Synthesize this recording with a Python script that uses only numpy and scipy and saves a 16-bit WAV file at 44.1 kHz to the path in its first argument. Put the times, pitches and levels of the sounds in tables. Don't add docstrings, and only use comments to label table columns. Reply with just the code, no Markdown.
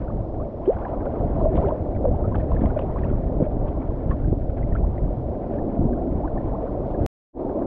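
import sys
import numpy as np
from scipy import signal
from scipy.fft import rfft, irfft
from scipy.io import wavfile
from scipy.ndimage import uniform_filter1d, minimum_filter1d

SR = 44100
rng = np.random.default_rng(int(sys.argv[2]) if len(sys.argv) > 2 else 0)


def to_wav(sig):
    pcm = np.clip(np.atleast_2d(sig), -1, 1) * 32767
    pcm = np.round(pcm).astype(np.int16)
    wavfile.write(sys.argv[1], SR, pcm.T)


N = 337806
TIME = np.arange(N) / SR

# time in seconds, eddy level in dB, churn level in dB.
CURRENT = [(0, -24, -31), (0.5, -29.5, -31.5), (0.85, -34, -31), (1.1, -28.5, -26.5), (1.45, -18.5, -25.5),
           (1.7, -26, -24), (1.88, -24.5, -29), (2.1, -21, -26.5), (2.7, -23, -29), (3.4, -23.5, -28),
           (3.75, -26.5, -31), (4.5, -24.5, -32.5), (5.05, -21, -30), (5.45, -30.5, -28.5),
           (5.82, -26, -28), (6.5, -27, -29), (7.05, -27.5, -25.5), (7.42, -34, -26)]
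# frequency in Hz, level in dB.
EDDY_TONE = [(8, -24.5), (20, 1), (38, 3.5), (62, 1), (95, -3), (135, -5.5), (190, -11.5), (300, -19.5),
             (600, -39.5), (1200, -119.5)]

def eddies():
    pressure = coloured(noise(), EDDY_TONE)
    lumps_db = 2 * wander(rate_hz=66)
    rocking_db = 1.5 * wander(rate_hz=12)
    return level(CURRENT, column=1) * surge(share=1) * unit_rms(pressure * gain_of(lumps_db + rocking_db))

# time of the crest in seconds, strength in dB.
SURGES = [(0.24, 1.5), (1.241, 4), (1.582, 5.5), (2.11, 6.5), (2.36, -0.5), (2.68, 3), (3.1, 4.5),
          (4.108, 9), (4.3, 4.5), (4.75, 3.5), (5.819, 7), (6.14, 6), (7.046, 9.5)]

def surge(share):
    swell_db = np.zeros(N)
    age = np.arange(-SR // 5, SR // 2) / SR
    half_width_s, lull_delay_s = 0.045, 0.056
    crest = np.exp(-(age / half_width_s) ** 2)
    lull = 0.28 * np.exp(-((age - lull_delay_s) / half_width_s) ** 2)
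    for start, strength_db in SURGES:
        add(swell_db, start + age[0], strength_db * (crest - lull))
    return gain_of(share * swell_db)

# frequency in Hz, level in dB.
CHURN_TONE = [(40, -22.5), (130, -12), (190, -1.5), (280, 1.5), (380, 1), (470, -2), (600, -0.5),
              (700, -0.5), (770, -6.5), (870, -18), (1200, -35), (1800, -47), (2600, -59), (5000, -79),
              (12000, -110)]

def churn():
    bubbles = swarm(low_hz=170, high_hz=1300, per_s=2000, spread_db=1.6, cycles=7, rise=.3)
    water = coloured(bubbles + 1.4 * noise(), CHURN_TONE)
    lapping = gain_of(.8 * wander(rate_hz=10))
    return gain_of(-1.3) * level(CURRENT, column=2) * surge(share=0.084) * unit_rms(water * lapping)

# start in seconds, level in dB, first pitch in Hz,
# last pitch in Hz, life in seconds.
PLOPS = [(0.077, -39.5, 1334, 1560, 0.014), (0.1, -36, 1080, 1730, 0.015),
         (0.399, -40.5, 1045, 1510, 0.037), (0.676, -11, 348, 720, 0.038), (0.714, -24, 660, 830, 0.025),
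         (0.766, -35.5, 1260, 1900, 0.0058), (0.824, -37, 1385, 1650, 0.014),
         (0.8488, -27, 1530, 1680, 0.0073), (0.853, -23.5, 716, 800, 0.011), (0.863, -28, 940, 1020, 0.017),
         (0.935, -40, 1240, 1280, 0.017), (1.006, -45.5, 1580, 1680, 0.022),
         (1.065, -39.5, 1470, 1530, 0.015), (1.068, -25.5, 520, 630, 0.019), (1.402, -30, 980, 1120, 0.024),
         (1.411, -20, 658, 680, 0.021), (1.437, -18.5, 568, 666, 0.02), (1.448, -31, 1080, 1080, 0.013),
         (1.456, -7, 582, 710, 0.02), (1.475, -17, 647, 630, 0.038), (1.5, -21, 396, 329, 0.036),
         (1.576, -29.5, 960, 1240, 0.019), (1.582, -19.5, 670, 653, 0.015), (1.625, -27, 804, 1580, 0.028),
         (1.638, -19.5, 399, 397, 0.029), (1.664, -21.5, 522, 600, 0.019), (1.683, -25.5, 896, 1010, 0.02),
         (1.706, -24, 965, 1090, 0.011), (1.72, -20, 595, 680, 0.02), (2.041, -18, 495, 600, 0.012),
         (2.053, -7.5, 605, 490, 0.013), (2.07, -21.5, 498, 480, 0.03), (2.11, -25.5, 596, 717, 0.015),
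         (2.123, -32, 680, 1146, 0.042), (1.946, -53.5, 2250, 2260, 0.017),
         (2.24, -36.5, 1260, 1380, 0.032), (2.252, -24.5, 555, 565, 0.0089),
         (2.319, -31.5, 980, 1110, 0.011), (2.345, -31, 1550, 1380, 0.0089),
         (2.351, -28.5, 1150, 1190, 0.014), (2.394, -45, 1690, 1850, 0.022),
         (2.516, -26, 1046, 980, 0.0072), (2.564, -36, 1560, 2210, 0.01), (2.637, -17.5, 625, 720, 0.01),
         (2.657, -37.5, 1870, 1850, 0.008), (2.671, -23, 607, 650, 0.012),
         (2.701, -34.5, 1320, 1445, 0.011), (2.763, -15, 620, 597, 0.017), (2.815, -49, 2520, 2440, 0.017),
         (2.959, -30, 1010, 1320, 0.02), (2.982, -37, 1760, 2050, 0.01), (3.032, -38.5, 1740, 1790, 0.013),
         (3.043, -47.5, 2650, 2800, 0.011), (3.051, -31, 930, 980, 0.012), (3.101, -40, 1400, 1250, 0.008),
         (3.131, -32, 1210, 1300, 0.007), (3.271, -40.5, 1060, 1090, 0.011),
         (3.402, -23.5, 600, 570, 0.014), (3.417, -15.5, 482, 564, 0.014), (3.464, -22.5, 600, 593, 0.019),
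         (4.107, -37.5, 1720, 1900, 0.02), (4.111, -30, 1090, 1110, 0.029),
         (4.243, -44.5, 1550, 1550, 0.015), (4.627, -44.5, 1860, 2380, 0.015),
         (4.721, -44, 1780, 1850, 0.017), (4.752, -31, 1270, 2300, 0.02), (4.826, -32, 680, 1220, 0.027),
         (4.978, -42, 2040, 2100, 0.0064), (5.582, -46, 1620, 1900, 0.019),
         (5.929, -44.5, 1540, 1630, 0.015), (5.973, -46, 1310, 1750, 0.016), (6.199, -23, 626, 660, 0.012),
         (6.232, -29, 759, 1260, 0.032), (6.275, -41, 1540, 1390, 0.018), (6.375, -41.5, 1660, 1870, 0.014),
         (6.534, -30.5, 755, 1330, 0.028), (6.656, -36.5, 876, 1820, 0.032),
         (6.943, -42, 1700, 1795, 0.016), (7.493, -43, 1464, 1950, 0.01), (7.621, -42, 1530, 1760, 0.0078)]

def plops():
    out = np.zeros(N)
    jostle = .38 * wander(rate_hz=260)
    deform = .04 * wander(rate_hz=200)
    for start, db, hz, end_hz, life in PLOPS:
        smallness = np.clip(np.log2(hz / 520), 0, 1.4)
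        unsteady = min(2 * smallness ** 2, 1)
        first = round(start * SR)
        ring = bubble(hz, end_hz, life, fade_db=9 * smallness, waver=unsteady * np.roll(deform, -first))
        shake = 1 + unsteady * np.roll(jostle, -first)[:len(ring)]
        add(out, start, gain_of(db) * ring * shake)
        splash = puff([(hz / 2, -5), (hz, 0), (hz * 2, -24), (hz * 4, -70)], decay_s=0.0044 + life / 2)
        add(out, start, gain_of(db - 9) * unsteady * splash)
    return out

# start in seconds, level in dB, first pitch in Hz.
GULPS = [(2.617, -11, 296), (2.635, -9.5, 294), (2.648, -9.5, 235), (3.112, -13.5, 315), (3.401, -9.5, 324),
         (3.408, -8.5, 376), (3.422, -5.5, 212), (4.278, -10.5, 157), (4.316, -8.5, 119),
         (4.3271, -7.5, 376), (5.789, -8, 230), (5.848, -10.5, 160), (6.153, -15.5, 224)]

def gulps(cycles=2.3):
    out = np.zeros(N)
    for start, db, hz in GULPS:
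        life = cycles / hz
        knock = bubble(hz, hz * 0.51, life, fade_db=5, attack_s=life / 3)
        add(out, start, gain_of(db) * knock * signal.windows.tukey(len(knock), .5))
    return out

# start in seconds, spray level in dB, smack level in dB,
# decay time in seconds.
SLAPS = [(0.654, -40, -56, .009), (0.785, -43, -37, .005), (0.878, -47, -33.5, 0.021),
         (1.054, -44.5, -24, 0.0062), (1.554, -34, -30, .005), (1.566, -36, -33, 0.0066),
         (1.62, -45.5, -31.5, 0.0034), (1.682, -40.5, -37.5, 0.003), (2.051, -45.5, -19.5, .003),
         (2.353, -35, -20.5, 0.0042), (2.516, -44, -29, .004), (2.657, -38, -25, 0.002),
         (2.789, -31, -21, 0.0043), (3.426, -52, -27, .004), (3.678, -46, -35, 0.011),
         (4.105, -43.5, -36, .009), (4.75, -43.5, -46, .004)]
# frequency in Hz, level in dB.
SLAP_SPRAY_TONE = [(300, -9), (800, 6), (1400, -0.5), (1900, -3.5), (2400, -4), (3100, -4), (3600, -13.5),
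                   (4100, -35), (5500, -50), (8000, -63), (13000, -80)]
SMACK_TONE = [(200, -21), (450, 4), (750, 0), (1100, -4), (1600, -20), (2300, -35.5), (4000, -54.5),
              (10000, -88.5)]

def slaps(middle_hz=1600, trail_s=0.047):
    out = np.zeros(N)
    for start, spray_db, smack_db, decay_s in SLAPS:
        add(out, start, gain_of(spray_db) * puff(SLAP_SPRAY_TONE, decay_s))
        add(out, start, gain_of(smack_db) * puff(SMACK_TONE, decay_s))
        add(out, start, gain_of(spray_db - 15.5) * puff(SLAP_SPRAY_TONE, decay_s=0.031))
        for when, smallness in rng.random((5, 2)):
            hz = middle_hz * 2 ** (2 * smallness - 1)
            ring = bubble(hz, hz, life=0.0055, fade_db=14) * (middle_hz / hz) ** 2
            add(out, start + trail_s * when ** 2, gain_of(spray_db - 13) * ring)
    return gain_of(-2) * out

# time in seconds, level in dB.
GURGLE_LEVELS = [(0, -36), (0.7, -44), (1.05, -40.5), (1.3, -32.5), (1.901, -37.5), (2.45, -39),
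                 (2.68, -40), (2.9, -36), (3.5, -39.5), (3.9, -33.5), (4.3, -32), (4.651, -39),
                 (5.301, -38.5), (5.85, -25.5), (6.3, -34.5), (6.9, -36.5), (7.5, -33)]

def gurgle():
    pockets = swarm(low_hz=200, high_hz=330, per_s=500, spread_db=1.5, cycles=6, rise=.1, sizes=16)
    return gain_of(-1) * level(GURGLE_LEVELS, column=1) * pockets

# time in seconds, trickle level in dB, fizz level in dB.
RIPPLES = [(0, -48, -62), (0.55, -52.0, -67), (0.7, -42.5, -56), (0.87, -41, -60), (1.0, -44, -62),
           (1.3, -45.5, -56.5), (1.6, -47.5, -53.5), (1.85, -48, -61.5), (2.15, -47.5, -61),
           (2.45, -48.5, -58.5), (2.65, -43, -55), (3.05, -47.5, -56.5), (3.5, -51.5, -60.5),
           (3.75, -47.5, -59), (4.1, -49, -58.5), (4.45, -57, -63.5), (4.9, -50, -60.5), (5.4, -50, -61),
           (5.75, -46.0, -63.5), (6.05, -50, -63), (6.4, -46.5, -58), (6.95, -46, -62), (7.5, -45, -62)]
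# frequency in Hz, level in dB.
TRICKLE_TONE = [(400, -21.5), (700, -1.5), (880, 1), (1050, -3.5), (1300, -13.5), (1700, -25.5),
                (3000, -50.5), (8000, -88.5)]

def trickle():
    bubbles = swarm(low_hz=700, high_hz=1400, per_s=700, spread_db=2.5, cycles=12, rise=.2)
    water = coloured(bubbles + 2.674 * noise(), TRICKLE_TONE)
    bursts = gain_of(1.5 * wander(rate_hz=15))
    return gain_of(1) * level(RIPPLES, column=1) * unit_rms(water * bursts)

# frequency in Hz, level in dB.
FIZZ_TONE = [(700, -14.5), (1100, -1.5), (1400, 2), (1750, -2.5), (2200, -9), (2600, -15.5), (3200, -19),
             (3900, -22.5), (5500, -34), (8000, -64.5), (13000, -83)]

def fizz():
    bubbles = swarm(low_hz=1200, high_hz=3300, per_s=1800, spread_db=2.2, cycles=18, rise=.12)
    bursts = unit_rms(bubbles * gain_of(4 * wander(rate_hz=31)))
    water = coloured(bursts + gain_of(3) * noise(), FIZZ_TONE)
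    lapping = gain_of(0.5 * wander(rate_hz=28))
    return level(RIPPLES, column=2) * surge(share=0.13) * unit_rms(water * lapping)

# time of the crest in seconds, level in dB, half width in seconds.
SPRAYS = [(1.24, -75.5, 0.036), (1.42, -68, .04), (1.6, -69, .07), (2.39, -68, .03), (2.53, -70, .03),
          (3.0, -73, 0.048), (4.11, -70, .015), (5.53, -78, .02), (6.89, -69.5, .04), (7.045, -70, .02)]
# frequency in Hz, level in dB.
SPRAY_TONE = [(1500, -6), (2500, 2), (3300, 2), (4200, -4.5), (5500, -9.5), (7000, -20), (9000, -27.5),
              (13000, -36.5)]

def sprays():
    swell = sum(gain_of(db) * np.exp(-((TIME - crest) / width) ** 2) for crest, db, width in SPRAYS)
    grain = gain_of(2 * wander(rate_hz=150))
    return swell * unit_rms(grain * coloured(noise(), SPRAY_TONE))

# start in seconds, level in dB.
DROPLETS = [(0.6739, -72), (1.2331, -60), (1.3887, -66.5), (2.4019, -66.5), (3.7244, -69), (3.9619, -65),
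            (4.5057, -65), (4.6019, -73), (4.794, -63), (4.9247, -68), (5.1911, -68.5), (5.8461, -73)]
# frequency in Hz, level in dB.
DROPLET_TONE = [(1500, -6.5), (5000, -1), (9000, -2.5), (14000, -8)]

def droplets():
    out = np.zeros(N)
    for start, db in DROPLETS:
        add(out, start, gain_of(db + 2) * puff(DROPLET_TONE, decay_s=0.0003))
    return out

# frequency in Hz, level in dB.
HISS_TONE = [(1000, -3.5), (2500, -2), (3400, -2), (4200, -6), (5500, -9), (6500, -18.5), (8000, -37),
             (13000, -38)]

def hiss():
    return gain_of(-74) * unit_rms(coloured(noise(), HISS_TONE))

def bubble(hz, end_hz, life, fade_db, attack_s=0.0018, waver=0):
    t = np.arange(int(life * SR)) / SR
    age = t / life
    wobble = waver[:len(t)] if np.ndim(waver) else waver
    pitch = hz * (end_hz / hz) ** (age ** 1.5) * (1 + wobble)
    onset = np.sin(np.pi / 2 * np.minimum(t / attack_s, 1)) ** 2
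    dying = (1 - age ** 8) ** 2 * gain_of(-fade_db * age)
    return onset * dying * np.sin(2 * np.pi * np.cumsum(pitch) / SR)

def swarm(low_hz, high_hz, per_s, spread_db, cycles, rise, sizes=48):
    out = np.zeros(N)
    for hz in np.geomspace(low_hz, high_hz, sizes):
        stretch, glide = rng.uniform(.5, 1.5), rng.uniform(-.3, 1)
        ring = bubble(hz, hz * (1 + rise * glide), stretch * cycles / hz, fade_db=7.5, attack_s=.5 / hz)
        births = rng.random((900, 3))[:int(per_s * N / SR / sizes)]
        for when, strength, flip in births:
            loudness = gain_of(spread_db * min(-np.log(1 - strength), 4))
            add(out, when * N / SR, np.sign(flip - .5) * loudness * hz * ring)
    return unit_rms(out)

def puff(tone, decay_s):
    age = np.arange(SR // 10) / SR / decay_s
    burst = coloured(noise(len(age)) * age * np.exp(-2 * age), tone)
    return burst / abs(burst).max()

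def coloured(x, tone, size=8192):
    tone_hz, db = np.transpose(tone)
    hz = abs(np.fft.fftfreq(size, 1 / SR))
    log_gain = np.log(gain_of(np.interp(np.log(hz + 1), np.log(tone_hz), db)))
    taps = np.fft.ifft(np.exp(signal.hilbert(log_gain).conj())).real
    taps *= np.fft.fftshift(signal.windows.hann(size))
    return signal.oaconvolve(x, taps[:size // 2])[:len(x)]

def wander(rate_hz):
    hz = np.fft.rfftfreq(N, 1 / SR)
    return unit_rms(irfft(rfft(noise()) * np.exp(-(hz / rate_hz) ** 2), N))

def noise(samples=N):
    return rng.standard_normal(samples)

def level(table, column):
    rows = np.array(table)
    return gain_of(np.interp(TIME, rows[:, 0], rows[:, column]))

def gain_of(db):
    return 10 ** (np.asarray(db) / 20)

def unit_rms(x):
    return x / np.sqrt(np.mean(x ** 2) + 1e-20)

def add(mix, start, sound):
    part = mix[round(start * SR):][:len(sound)]
    part += sound[:len(part)]

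def scene():
    wash = eddies() + churn() + gurgle() + trickle() + fizz() + hiss()
    return (wash + plops() + slaps() + gulps() + droplets() + sprays())[None]

def limiter(x, limit_db=-9.5, recovery_db_per_s=131):
    over_db = np.maximum(20 * np.log10(abs(x[0]) + 1e-9) - limit_db, 0)
    recovery_db = recovery_db_per_s * TIME
    held_db = np.maximum.accumulate(over_db + recovery_db) - recovery_db
    allowed = minimum_filter1d(gain_of(-held_db), size=200)
    return x * uniform_filter1d(uniform_filter1d(allowed, size=100), size=100)

def dropout(x, cut_s=7.0633, return_s=7.328, fade_s=0.095, click_s=0.00075):
    before = TIME < cut_s
    snap = before * np.exp(-((TIME - cut_s) / click_s) ** 2)
    fade_in = np.sin(np.pi / 2 * np.clip((TIME - return_s) / fade_s, 0, 1)) ** 2
    end_fade = np.minimum((TIME[-1] - TIME) / click_s / 2, 1)
    return x * (before - snap + fade_in) * end_fade - gain_of(-17.5) * snap

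def record(dry, top_hz=15900):
    lowpass = signal.firwin(511, top_hz, window=("kaiser", 9), fs=SR)
    return signal.oaconvolve(dropout(limiter(dry)), lowpass[None], "same")

dry = scene()
out = record(dry)
to_wav(out)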